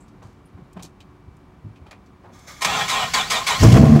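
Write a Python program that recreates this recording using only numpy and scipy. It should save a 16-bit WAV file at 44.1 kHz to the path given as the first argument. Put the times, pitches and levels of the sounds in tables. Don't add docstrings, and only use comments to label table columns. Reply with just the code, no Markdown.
import sys
import numpy as np
from scipy import signal
from scipy.fft import rfft, irfft
from scipy.io import wavfile
from scipy.ndimage import map_coordinates

SR = 44100
rng = np.random.default_rng(int(sys.argv[2]) if len(sys.argv) > 2 else 0)


def log_audio(samples):
    frames = np.atleast_2d(samples).T
    limited = np.clip(frames, -1, 1)
    pcm = np.round(limited * 32767).astype(np.int16)
    wavfile.write(sys.argv[1], SR, pcm)


N = 176400
CATCH_S = 3.598


def amp(db):
    return 10 ** (np.asarray(db) / 20)


def unit(x):
    return x / np.sqrt(np.mean(x ** 2) + 1e-20)


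def clock():
    return np.arange(N) / SR


def curves(rows):
    times, *columns = np.transpose(rows)
    return [np.interp(clock(), times, column) for column in columns]


def wobble(rate):
    return map_coordinates(rng.standard_normal(int(N * rate / SR) + 4), [clock() * rate])


def filtered(x, response):
    return irfft(rfft(x, 2 * N) * response(np.fft.rfftfreq(2 * N, 1 / SR)))[:N]


def coloured(x, points):
    f, db = np.transpose(points)
    def response(hz):
        gain = amp(np.interp(np.log(hz + 1), np.log(f + 1), db))
        cepstrum = irfft(np.log(gain))
        return np.exp(rfft(np.r_[cepstrum[0], 2 * cepstrum[1:N], np.zeros(N)]))
    return unit(filtered(x, response))


def resonance(f, hz, width):
    return 1j * f * width / (hz * hz - f * f + 1j * f * width)


def modes(f, rows):
    return sum(amp(db) * resonance(f, hz, width) for hz, width, db in rows)


def noise():
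    return rng.standard_normal(N)


def band(hz, width):
    return unit(filtered(noise(), lambda f: resonance(f, hz, width) ** 2))


def strike(s, t60, attack):
    t = np.maximum(clock() - s, 0)
    return (1 - np.exp(-t / attack)) * np.exp(-np.log(1000) * t / t60)


def bursts(rows, attack, width_ratio):
    return sum(amp(db) * strike(s, t60, attack) * band(hz, width_ratio * hz) for s, db, hz, t60 in rows)


def pulses(turns, scatter_db, jitter_s):
    at = np.flatnonzero(np.diff(np.floor(turns)))
    size, shift = np.sqrt(3) * rng.uniform(-1, 1, (len(at), 2)).T
    at = np.clip(at + shift * jitter_s * SR, 0, N - 1).astype(int)
    return unit(np.bincount(at, amp(scatter_db * size), N))


# (frequency [Hz], gain [dB])
AIR_EQ = [(15, -65), (25, -7), (59, 1.5), (101, 0.5), (221, -2), (253, -7.5), (289, -1), (313, -10),
          (368, -8.5), (399, -12), (598, -16.5), (1110, -13.5), (1450, -21), (2360, -28), (15500, -51)]
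# (frequency [Hz], level [dB])
HUM_TONES = [(290.7, -65), (366.1, -62.5), (732, -73), (2315, -75.5)]
def outdoor_air():
    hum = sum(amp(db) * unit(np.sin(2 * np.pi * hz * clock() + 0.49 * wobble(9.7)))
              for hz, db in HUM_TONES)
    return amp(-49 + 0.41 * wobble(8.17)) * coloured(noise(), AIR_EQ) + hum


# (time [s], level [dB], centre [Hz], t60 [s])
SQUEAK_CUES = [(.003, -57.5, 7700, 0.17), (.455, -58, 9700, 0.088)]
def squeaks():
    return bursts(SQUEAK_CUES, attack=0.0033, width_ratio=0.23)


# (frequency [Hz], width [Hz], gain [dB])
TRIM_MODES = [(2460, 39, 3.5), (3090, 29, -0.5), (3810, 67, -11), (4440, 62, -10), (5600, 28, -19),
              (6300, 54, -4), (6760, 83, -7), (7430, 58, -2), (7670, 30, -2)]
def trim_ring(hz):
    return unit(filtered(band(hz, hz), lambda f: .5 + amp(-1) * np.abs(modes(f, TRIM_MODES))))


# (time [s], level [dB], centre [Hz], t60 [s])
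CLICK_CUES = [(.08, -58.5, 4900, 0.089), (0.224, -60, 4800, 0.47), (0.73, -43, 6560, 0.023),
              (.764, -44, 835, 0.15), (.77, -55, 3000, .08), (.794, -53.5, 3120, 0.24),
              (0.824, -40, 5560, 0.12), (0.845, -43, 4650, 0.096), (1.003, -45, 3250, 0.083),
              (1.367, -55, 7000, 0.028), (1.758, -55.5, 2580, 0.12), (1.865, -53.5, 2750, .11),
              (1.91, -44, 3800, 0.076), (1.91, -41.5, 1700, 0.14), (2.06, -60.5, 4500, .08),
              (2.233, -67, 3470, .15), (2.345, -66, 7000, 0.078), (2.39, -53, 6000, 0.068)]
# (time [s], level [dB], t60 [s])
SCUFF_CUES = [(0.218, -44.5, 0.25), (.57, -52.5, 0.22), (0.762, -42.5, 0.16), (.791, -46, 0.2),
              (0.841, -45, 0.074), (1.48, -70, .15), (1.645, -69, .1), (1.86, -43, 0.11),
              (1.909, -45, 0.21), (2.236, -47.5, 0.57)]
def handling():
    clicks = sum(amp(db) * strike(s, t60, 0.0014) * trim_ring(hz) for s, db, hz, t60 in CLICK_CUES)
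    scuffs = sum(amp(db) * strike(s, t60, 0.0037) for s, db, t60 in SCUFF_CUES) * band(670, width=800)
    return (clicks + scuffs) * amp(2.3 * wobble(350))


# (time [s], level [dB], pitch [Hz], t60 [s])
BUMP_CUES = [(.245, -30.5, 103, 0.1), (0.539, -35.5, 82, 0.19), (0.574, -34.5, 173, 0.2),
             (.618, -30, 131, 0.083), (0.758, -29.5, 178, 0.2), (0.792, -33, 92, 0.13),
             (0.842, -26.5, 157, 0.056), (1.277, -31, 80, 0.1), (1.643, -24.5, 107, 0.2),
             (1.815, -29.5, 80, 0.095)]
def body_bumps():
    out = 0
    for s, db, hz, t60 in BUMP_CUES:
        thud = np.sin(2 * np.pi * hz * (clock() - s)) + 0.44 * band(1.36 * hz, hz)
        out += amp(db) * strike(s, t60, 0.0066) * thud
    return out


# (time [s], level [dB])
MOTOR_FADER = [(2.3, -94), (2.335, -56), (2.465, -57), (2.482, -40.5), (2.52, -44.5), (2.55, -48),
               (2.62, -48.5), (2.8, -74)]
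# (frequency [Hz], gain [dB])
MOTOR_EQ = [(290, -25), (500, -1), (1030, -1.5), (1180, 3), (1410, -1), (2260, 2), (2720, -12), (3430, -3),
            (6360, -5.5), (7670, -13.5), (15500, -20)]
# (frequency [Hz], width [Hz], gain [dB])
MOTOR_MODES = [(1210, 22, 5.5), (2240, 80, -4), (3430, 250, -12), (4540, 60, -12), (5330, 97, -6),
               (6330, 180, -5), (7040, 60, -2)]
def small_motor():
    level_db, = curves(MOTOR_FADER)
    whir = coloured(noise(), MOTOR_EQ)
    ring = unit(filtered(noise(), lambda f: modes(f, MOTOR_MODES)))
    return amp(level_db) * (clock() > MOTOR_FADER[0][0]) * (whir + amp(-3.5) * ring)


# (time [s], tooth rate [Hz])
TOOTH_RATE = [(2.62, 2700), (2.68, 3150), (2.715, 3430), (2.76, 3490), (2.81, 3250), (2.84, 3350),
              (2.905, 4000), (2.955, 3378), (3.04, 2850), (3.1, 4086), (3.135, 4667), (3.21, 3439),
              (3.25, 3935), (3.293, 4762), (3.375, 3547), (3.455, 4736), (3.52, 3677), (3.58, 4300),
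              (3.66, 5687)]
def gear_mesh():
    tooth_hz, = curves(TOOTH_RATE)
    return np.cumsum(tooth_hz * (1 + .018 * wobble(250))) / SR


def rattle(teeth, teeth_per_impact=24, impact_share=0.094):
    impacts = pulses(teeth / teeth_per_impact, scatter_db=3, jitter_s=.0007)
    return np.sqrt(impact_share) * impacts + np.sqrt(1 - impact_share) * noise()


# (frequency [Hz], width [Hz], gain [dB])
HOUSING_MODES = [(836, 29, 0), (1044, 27, 11), (1266, 21, 2), (1866, 30, 5.5), (2377, 60, 1.5),
                 (3090, 52, -1.5), (3450, 56, -12), (6000, 79, -27), (7520, 67, -13)]
def housing_ring(teeth):
    return unit(filtered(rattle(teeth), lambda f: modes(f, HOUSING_MODES)))


# (frequency [Hz], gain [dB])
CLASH_EQ = [(180, -57), (300, -12), (468, -24.5), (1050, -4.5), (1300, -4), (1620, -12), (2280, 1.5),
            (2690, -8), (3180, -6.5), (5130, -6.5), (5760, -11), (6250, -6), (15500, -29.5)]
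def tooth_clash(teeth):
    return coloured(rattle(teeth), CLASH_EQ)


# (time [s], level [dB], t60 [s])
PINION_CUES = [(2.608, -30, 0.13), (2.618, -18.5, 0.095), (2.646, -10, 0.057)]
def pinion_slam(ring, clash):
    hits = sum(amp(db) * strike(s, t60, 0.0027) for s, db, t60 in PINION_CUES)
    return hits * (amp(-2.5) * ring + clash)


def gear_tone(turns):
    contact = 1 + .85 * (wobble(300) + 1j * wobble(300))
    return unit(np.real(contact * np.exp(2j * np.pi * turns)))


# (time [s], level [dB])
SPIN_FADER = [(2.61, -148), (2.63, -39), (2.8, -28), (2.92, -33), (3.1, -32.5), (3.45, -33), (3.58, -28),
              (3.61, -21), (3.66, -24), (3.77, -28), (3.85, -34), (4, -40)]
# (frequency [Hz], gain [dB])
SPIN_EQ = [(24, 19), (40, 2), (143, 3.5), (368, -8.5), (797, -3), (1560, -5), (2330, -1.5), (2510, -3.5),
           (3220, -0.5), (3650, -11.5), (4240, -2.5), (5050, -4.5), (7520, -7.5), (8310, -15),
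           (15500, -22.5)]
def free_spin(teeth, fade_s=0.067):
    level_db, = curves(SPIN_FADER)
    fade = np.clip(1 - (clock() - CATCH_S) / fade_s, 0, 1)
    whine = amp(-13 + 1.6 * wobble(26)) * gear_tone(teeth) * fade
    return amp(level_db) * (coloured(rattle(teeth), SPIN_EQ) + whine)


# (time [s], rise [s], hold [s], load level [dB], clash level [dB])
STROKE_CUES = [(2.616, 0.055, 0.15, -22, -44), (2.876, 0.073, 0.087, -22, -16.5),
               (3.134, 0.013, 0.055, -20, -18.5), (3.297, 0.033, 0.044, -21, -16),
               (3.463, .03, 0.036, -20, -17)]
# (pitch [multiple of tooth rate], level relative to load [dB])
WHINE_PARTIALS = [(.25, -8.5), (.33, -15.5), (.4, -15), (.5, -15), (.8, -13.5), (1, -11.5), (1.799, -21.5)]
# (frequency [Hz], gain [dB])
GRIND_EQ = [(24, -33), (40, -20), (120, -44), (235, -9), (342, -35), (417, -12), (577, -14), (838, -0.5),
            (949, -18), (1050, -12), (1190, -7), (1730, -22), (1860, -28), (2010, -13.5), (2390, -10.5),
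            (2920, -19), (3390, -8), (5720, -23), (7520, -18), (10100, -47), (15500, -49)]
def cranking(teeth, ring, clash, release_db_per_s=230):
    t = clock()
    load = bite = 0
    for s, rise, hold, load_db, clash_db in STROKE_CUES:
        grip = amp(load_db) * np.clip((t - s) / rise, 0, 1)
        release = amp(-release_db_per_s * np.maximum(t - s - rise - hold, 0))
        load += grip * release
        take_up = np.clip((t - s) / (0.32 * rise), 0, 1)
        bite += amp(clash_db) * strike(s, t60=0.29, attack=.001) * take_up
    whine = sum(amp(db + 2.96 * wobble(45)) * gear_tone(k * teeth) for k, db in WHINE_PARTIALS)
    grind = amp(-4.5) * coloured(rattle(teeth), GRIND_EQ)
    return load * (grind + amp(-5) * ring + whine) + bite * clash


# (time [s], level [dB], centre [Hz], t60 [s])
SHUDDER_CUES = [(2.65, -31, 196, 0.45), (2.7, -30.5, 114, .4), (3.03, -39, 120, 0.35)]
def body_shudder():
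    return bursts(SHUDDER_CUES, attack=0.0092, width_ratio=1.15)


# (time [s], order 1 [dB], order 2 [dB], order 3 [dB])
BOOM_FADERS = [(3.6, -42, -14, -45), (3.63, -11, -11.5, -14.5), (3.685, -16, -3.5, -20.5),
               (3.715, -22, -15, -22), (3.74, -12, -5.5, -14.5), (3.785, -15, -13, -17),
               (3.83, -15, -11.5, -16), (3.875, -24, -9, -21), (3.914, -14, -16, -9),
               (3.964, -23, -10, -14), (4, -16, -15, -16.5)]
# (order 1 [dB], order 2 [dB], order 3 [dB])
BOOM_TRIMS = [-3, 0, 0.5]
# (time [s], depth [dB])
SPUTTER_DEPTH = [(3.6, 1), (3.7, 0), (3.84, 6.5), (3.9, 0.5), (4, 2.5)]
def exhaust_boom(firings, waver_rad=0.4):
    boom = 0
    for order, (db, trim) in enumerate(zip(curves(BOOM_FADERS), BOOM_TRIMS), start=1):
        phase = 2 * np.pi * order * firings + waver_rad * wobble(60)
        boom += amp(db + trim) * np.sqrt(2) * np.sin(phase)
    depth_db, = curves(SPUTTER_DEPTH)
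    return boom * amp(depth_db * wobble(90))


def gas_puffs(firings, running):
    return unit(noise() * np.exp(-0.85 * (firings % 1)) * amp(3 * wobble(70)) * running)


# (time [s], firing rate [Hz])
FIRING_RATE = [(3.6, 46.2), (3.65, 54), (3.69, 59.2), (3.74, 59.6), (3.78, 66.7), (3.83, 70), (3.88, 74),
               (3.93, 74.3), (3.96, 75.4), (4, 72)]
# (time [s], level [dB])
BARK_FADER = [(3.6, -30), (3.618, -26), (3.63, -11.5), (3.66, -9), (3.71, -17), (3.76, -10.5), (3.81, -14),
              (3.87, -15.5), (3.925, -14), (4, -15.5)]
# (frequency [Hz], gain [dB])
PIPE_EQ = [(20, -48), (45, -12), (90, 6.5), (160, -3), (250, 5), (320, -7.5), (385, -15), (455, -9),
           (560, -17), (615, -18), (657, -4.5), (705, -21.5), (770, -8), (900, -34), (1045, -21),
           (1200, -33), (2000, -38), (4000, -44), (15000, -63)]
# (frequency [Hz], gain [dB])
ROAR_EQ = [(190, -34), (330, 0.5), (381, -11.5), (455, -0.5), (544, -13.5), (660, -4.5), (925, -21.5),
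           (1050, -6.5), (1220, -17.5), (2000, -20.5), (2170, -28), (2680, -23.5), (2900, -41), (3200, -29),
           (4010, -32.5), (6390, -35), (15500, -49)]
def exhaust(rise_s=.018):
    firing_hz, = curves(FIRING_RATE)
    level_db, = curves(BARK_FADER)
    running = np.clip((clock() - CATCH_S) / rise_s, 0, 1)
    firings = .5 + np.cumsum(firing_hz * (running > 0)) / SR
    kicks = pulses(firings, scatter_db=4.5, jitter_s=0.00048)
    bark = coloured(kicks + gas_puffs(firings, running), PIPE_EQ)
    roar = amp(-9) * coloured(gas_puffs(firings, running), ROAR_EQ)
    gain = amp(level_db) * np.sqrt(running.mean())
    return running * (exhaust_boom(firings) + gain * (bark + roar))


# (time [s], level [dB], centre [Hz], t60 [s])
RASP_CUES = [(3.629, -18.5, 5800, 0.085), (3.72, -21.5, 3300, 0.1), (3.72, -25.5, 6900, 0.093)]
def overrun_rasp():
    return bursts(RASP_CUES, attack=0.0027, width_ratio=0.63)


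# (time [s], level [dB], centre [Hz], t60 [s])
BANG_CUES = [(3.63, -13.5, 495, 0.076), (3.723, -20, 260, .06), (3.748, -29, 800, 0.079),
             (3.828, -13, 278, 0.059)]
def hard_firings():
    return bursts(BANG_CUES, attack=0.00092, width_ratio=1.6)


def underbody(x):
    tail = noise() * strike(0, t60=.09, attack=0.001)
    reflections = signal.fftconvolve(x, tail / np.linalg.norm(tail))[:N]
    wet = amp(-7)
    return (x + wet * reflections) / np.hypot(1, wet)


def scene():
    foley = outdoor_air() + squeaks() + handling() + body_bumps()
    teeth = gear_mesh()
    ring, clash = housing_ring(teeth), tooth_clash(teeth)
    starter = pinion_slam(ring, clash) + free_spin(teeth) + cranking(teeth, ring, clash)
    under_car = underbody(small_motor() + starter + body_shudder() + overrun_rasp())
    return (foley + under_car + exhaust() + hard_firings())[None]


def record(dry, low_cut_hz=27, ceiling=1.01, knee=5, top_hz=15750):
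    x = filtered(dry[0], lambda hz: 1 - 1 / (1 + (hz / low_cut_hz) ** 8))
    x = x / (1 + np.abs(x / ceiling) ** knee) ** (1 / knee)
    return filtered(x, lambda hz: hz < top_hz)[None]


dry = scene()
out = record(dry)
log_audio(out)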